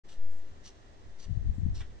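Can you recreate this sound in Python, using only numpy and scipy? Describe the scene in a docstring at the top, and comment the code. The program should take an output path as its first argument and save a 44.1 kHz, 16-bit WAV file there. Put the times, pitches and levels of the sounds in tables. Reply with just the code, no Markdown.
"""Irrigation gun in a field

A big irrigation gun throws its jet across an open field, some way off, and the falling spray hisses.
About twice a second its drive arm dips into the jet with a short splash, once followed by a dull clack.
A small insect gives two faint trills on the right, over the low murmur of the valley.
A gust of wind buffets the microphone, mostly on the left."""
import sys
import numpy as np
from scipy import signal
from scipy.fft import rfft, irfft
from scipy.io import wavfile

SR = 44100
rng = np.random.default_rng(int(sys.argv[2]) if len(sys.argv) > 2 else 0)


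def transcribe(u):
    """Save the signal u as a 16-bit wav file named by the first command-line argument.

    u: samples, shape (n,) or (channels, n), limited to [-1, 1]; the rate is SR.
    q: integer samples, one column per channel.
    """
    v = np.clip(np.atleast_2d(u).T, -1, 1)
    q = np.round(v * 32767).astype(np.int16)
    wavfile.write(sys.argv[1], SR, q)


N = 88200
T = np.arange(N) / SR
HZ = np.maximum(np.fft.rfftfreq(N, 1 / SR), 1)
ARM_LAG_S = 0.00004  # the arm's splashes and slap reach the left side this much later


def from_db(db):
    """Turn decibels into a number to multiply by."""
    return 10 ** (np.asarray(db) / 20)


def rms_one(x):
    """Scale a signal to an average power of one."""
    return x / np.sqrt(np.mean(x ** 2) + 1e-20)


def across_hz(points, at=HZ):
    """Read a table of (pitch_hz, value) at every frequency."""
    hz, value = np.transpose(points)
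    return np.interp(np.log(at), np.log(hz), value)


def band(centre_hz, width_hz):
    """A tone colour with one smooth peak."""
    return 1 / (1 + ((HZ - centre_hz) / width_hz) ** 2) ** 2


def pan(db):
    """Left and right gains; positive decibels make the left louder."""
    return from_db(np.array([[.5], [-.5]]) * db)


def flutter(rate_hz):
    """A smooth random wobble, about one in size."""
    return rms_one(irfft(rfft(rng.standard_normal(N)) / (1 + (HZ / rate_hz) ** 2), N))


def noise(colour, likeness=0, lag_s=0):
    """Stereo noise of power one. Likeness 0 gives unrelated sides, 1 equal ones; lag_s delays the left."""
    mid, side = rfft(rng.standard_normal((2, N)))
    alike = np.clip(likeness, -1, 1)
    left, right = colour * (np.sqrt(1 + alike) * mid + np.sqrt(1 - alike) * side * [[1], [-1]])
    return rms_one(irfft(np.array([left * np.exp(-2j * np.pi * HZ * lag_s), right]), N))


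def spray():
    """Countless falling drops merge into a steady hiss, with one narrow band standing out."""
    # tone colour of the drops: pitch_hz, level_db
    colour = [(500, 4.5), (780, 3), (1050, 2.5), (1400, -1), (2000, -6), (2300, -6), (3300, -4.5),
              (4600, -8.5), (6200, -8), (8300, -18), (9700, -35.5), (12000, -38), (13500, -39)]
    # how alike the two sides are: pitch_hz, likeness
    likeness = [(500, 0.033), (800, 0.47), (1200, 0.53), (1600, 0.51), (1950, 0.68), (2500, 0.033),
                (3200, 0.36), (5000, 0.092), (8000, 0.055)]
    # the spray swells and eases a little: time_s, level_db
    swell = [(0, -1), (.45, 0.9), (1.15, 0.5), (1.6, -0.53), (2, 0.8)]
    alike, lag_s = across_hz(likeness), -0.000471
    hiss = from_db(-63.5) * noise(from_db(across_hz(colour)), alike, lag_s)
    ring = from_db(-73) * noise(band(centre_hz=1828, width_hz=374), alike, lag_s)
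    level_db = np.interp(T, *np.transpose(swell)) - 0.2 * flutter(rate_hz=150)
    return from_db(level_db) * pan(-0.5) * (hiss + ring)


def valley():
    """The far countryside gives a low, even murmur and a faint drone."""
    # tone colour of the murmur: pitch_hz, level_db
    colour = [(25, 10.5), (60, 3.5), (120, -0.5), (200, -1), (300, -2), (400, -1.5), (500, -6), (720, -5),
              (1100, -26), (3000, -63.5), (9000, -70)]
    # how alike the two sides are: pitch_hz, likeness
    likeness = [(60, 1), (200, 1), (400, 0.82), (550, 0.2), (800, 0.15)]
    alike = across_hz(likeness)
    murmur = from_db(-58.5) * noise(from_db(across_hz(colour)), alike)
    drone = from_db(-74) * noise(band(centre_hz=403.3, width_hz=19), alike)
    return murmur + drone


def wind():
    """Swirls of air rumble on the microphone; the stronger the gust, the more small ones flap along."""
    # strength of the gust: time_s, left_db, right_db
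    gust = [(0, -87.5, -60), (.42, -70, -59.5), (.52, -54, -53), (.70, -62.5, -54.5), (.98, -57, -53.5),
            (1.092, -55, -41.5), (1.159, -59, -63), (1.24, -57.5, -53), (1.282, -30, -46.5),
            (1.408, -34.5, -39.5), (1.501, -28, -33.5), (1.555, -40.5, -37.5), (1.638, -27, -36.5),
            (1.74, -37.5, -30.5), (1.82, -39, -36.5), (1.885, -62.5, -44), (1.93, -44, -44), (2, -60, -47)]
    # tone colour of the rumble: pitch_hz, level_db
    rumble_colour = [(20, -2), (55, 2.5), (100, -2), (150, -20), (230, -21), (500, -86), (3000, -110)]
    # tone colour of the small swirls: pitch_hz, level_db
    swirl_colour = [(70, -30), (120, 6), (165, -2), (250, -12.5), (350, -15), (600, -62.5), (3000, -100)]
    times, *sides = np.transpose(gust)
    gust_db = np.array([np.interp(T, times, side_db) for side_db in sides])
    swirl_db = -38 + 2.17 * (gust_db + 28)  # small swirls grow faster than the gust
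    swirls = from_db(swirl_db) * noise(from_db(across_hz(swirl_colour)))
    rumble = from_db(gust_db) * noise(from_db(across_hz(rumble_colour)))
    return rumble + swirls


def air_push():
    """Too low to hear, the air pressure on the microphone wanders and swells once."""
    start_s, rise_s = 0.17, 0.074
    progress = np.maximum(T - start_s, 0) / rise_s
    swell = signal.sosfilt(signal.butter(2, 60, fs=SR, output="sos"), progress * np.exp(1 - progress))
    drift = from_db(-45.5) * flutter(rate_hz=2)
    return from_db(-22.5) * pan(0.5) * swell + drift


def splashes():
    """The arm tears the jet: a spattering hiss with two bright bands, held while it is in the water."""
    # each dip of the arm: start_s, length_s, level_db, pitch_hz, upper_band_db, lower_band_db
    dips = [(0.078, 0.064, -62, 5900, -6.5, -35), (0.632, 0.06, -59.5, 5830, 4, -1.5),
            (1.184, .066, -62, 6050, 2.5, 1), (1.738, 0.072, -60, 5500, 0.5, -2.5)]
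    # tone colour of a splash: pitch_hz, level_db
    colour = [(400, -10.5), (1100, 0), (1700, -1.5), (2350, -1), (2850, 2), (3600, 5), (5000, 1),
              (6800, -1), (8700, -5.5), (9700, -29), (11500, -18.5), (13000, -40.5)]
    # how alike the two sides are: pitch_hz, likeness
    likeness = [(500, .4), (1600, 1), (3600, 0.38), (5800, 1), (8500, 0.4)]
    hiss_rise_s, bright_rise_s, fall_s, sag_db_per_s = 0.015, 0.018, 0.01, 62
    out, alike = 0, across_hz(likeness)
    for start_s, length_s, level_db, pitch_hz, upper_db, lower_db in dips:
        age = np.maximum(T - start_s, 0)
        body = noise(from_db(across_hz(colour)), alike, ARM_LAG_S)
        ring = noise(band(centre_hz=2870, width_hz=99), alike, ARM_LAG_S)  # a narrow ring sounds within each splash
        upper = from_db(upper_db) * noise(band(pitch_hz, width_hz=670), alike, ARM_LAG_S)
        lower = from_db(lower_db) * noise(band(0.755 * pitch_hz, width_hz=670), alike, ARM_LAG_S)
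        hiss = (body + from_db(-10) * ring) * np.minimum(age / hiss_rise_s, 1)
        bright = (upper + lower) * np.minimum(age / bright_rise_s, 1) * from_db(-sag_db_per_s * age)
        fade = np.exp(-np.maximum(age - length_s, 0) / fall_s)
        out = out + from_db(level_db) * (hiss + bright) * fade
    spatter_db = 1.77 * flutter(rate_hz=130)
    return out * from_db(spatter_db)


def field_echoes(sound):
    """The field's edge sends back a few weak, dull echoes, with left and right swapped."""
    # each echo: delay_s, level_db
    echoes = [(0.029, -12), (.058, -35), (0.095, -17)]
    dull = signal.sosfilt(signal.butter(1, 5000, fs=SR, output="sos"), sound[::-1] + 1e-18)
    for delay_s, level_db in echoes:
        sound = sound + from_db(level_db) * np.array([np.interp(T - delay_s, T, side) for side in dull])
    return sound


def insect():
    """Each trill of the insect is a quick run of thin, uneven ticks."""
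    # each trill: start_s, length_s, level_db
    trills = [(.308, 0.095, -69), (1.526, 0.088, -70)]
    # tone colour of a tick: pitch_hz, level_db
    colour = [(5000, -29), (6700, -5), (7500, -1.5), (8500, -19.5), (10000, -38.5), (11500, -14),
              (13500, -38)]
    ticks_per_s, decay_s, unevenness = 128, 0.002, 0.23
    rate = ticks_per_s * np.exp(unevenness * flutter(rate_hz=78))
    loudness = 0
    for start_s, length_s, level_db in trills:
        since_tick = np.cumsum(rate * (T > start_s) / SR) % 1 / ticks_per_s
        singing = (T > start_s) & (T < start_s + length_s)
        loudness = loudness + from_db(level_db) * np.exp(-since_tick / decay_s) * singing
    return loudness * pan(-10) * noise(from_db(across_hz(colour)))


def buffets():
    """Single large swirls of air pass the microphone as short, round thumps."""
    # each thump: peak_s, level_db, pitch_hz, left_minus_right_db
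    thumps = [(0.519, -48, 68, -23), (1.296, -33.5, 114, 18), (1.315, -33, 84, 15), (1.375, -31.5, 88, 25),
              (1.486, -33, 52.2, 21.5), (1.585, -35.5, 157.4, 21.5), (1.664, -33.5, 160, 29),
              (1.687, -31, 105, 21.5)]
    out, spread_cycles = 0, 0.42
    for peak_s, level_db, pitch_hz, pan_db in thumps:
        cycles = (T - peak_s) * pitch_hz
        hump = np.exp(-np.minimum((cycles / spread_cycles) ** 2, 20))
        out = out + from_db(level_db) * pan(pan_db) * np.cos(2 * np.pi * cycles) * hump
    return out


def clack():
    """The arm gives a wet double knock, blurred by distance, with a short metallic ring."""
    # the knock and its rebound: start_s, level_db
    knocks = [(1.804, -48), (1.813, -55)]
    # tone colour of a knock: pitch_hz, level_db
    colour = [(300, -1), (700, -0.5), (1050, -8), (1500, 0), (2100, -2), (2550, -4.5), (2900, -1),
              (3500, -1), (4100, -15), (6000, -16), (8500, -22), (11000, -52)]
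    # how alike the two sides are: pitch_hz, likeness
    likeness = [(500, 0.86), (3000, 0.6)]
    # the notes the arm rings at: pitch_hz, level_db
    notes = [(1648, -3), (1928, -4), (2332, 0), (2813, -2), (2916, -6), (3171, 2), (3350, -2), (3577, -2)]
    rise_s, decay_s, ring_s = 0.0026, 0.014, 0.11
    loudness = 0
    for start_s, level_db in knocks:
        age = np.maximum(T - start_s, 0)
        loudness = loudness + from_db(level_db) * np.minimum(age / rise_s, 1) * np.exp(-age / decay_s)
    slap = loudness * noise(from_db(across_hz(colour)), across_hz(likeness), ARM_LAG_S)
    first_s, first_db = knocks[0]
    age = np.maximum(T - first_s, 0)
    ring = sum(from_db(db) * np.sin(2 * np.pi * (hz * age + rng.random())) for hz, db in notes)
    ring_db = first_db - 12 - 60 * age / ring_s
    return slap + ring * from_db(ring_db) * np.minimum(age / rise_s, 1)


def scene():
    """The irrigation gun, the countryside and the wind together."""
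    arm = field_echoes(splashes() + clack())
    return arm + spray() + valley() + insect() + wind() + buffets() + air_push()


def record(dry):
    """Each pitch leans left or right; the sound fades in and out quickly and loses its highest treble."""
    # balance of the microphone: pitch_hz, left_minus_right_db
    balance = [(100, 4.5), (1000, -2), (3500, -.5), (6000, -1), (7000, 1.5), (8200, -8.5), (11000, 0)]
    start_s, fade_in_s, fade_out_s, cutoff_hz = 0.036, 0.012, 0.004, 15700
    mirrored = np.hstack([dry, dry[:, ::-1]])  # forwards then backwards, so the ends join smoothly
    mirrored_hz = np.maximum(np.fft.rfftfreq(2 * N, 1 / SR), 1)
    heard = irfft(rfft(mirrored) * pan(across_hz(balance, mirrored_hz)))[:, :N]
    fade = np.clip(np.minimum((T - start_s) / fade_in_s, (T[-1] - T) / fade_out_s), 0, 1)
    return signal.sosfilt(signal.cheby2(12, 70, cutoff_hz, fs=SR, output="sos"), heard * fade)


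dry = scene()
out = record(dry)
transcribe(out)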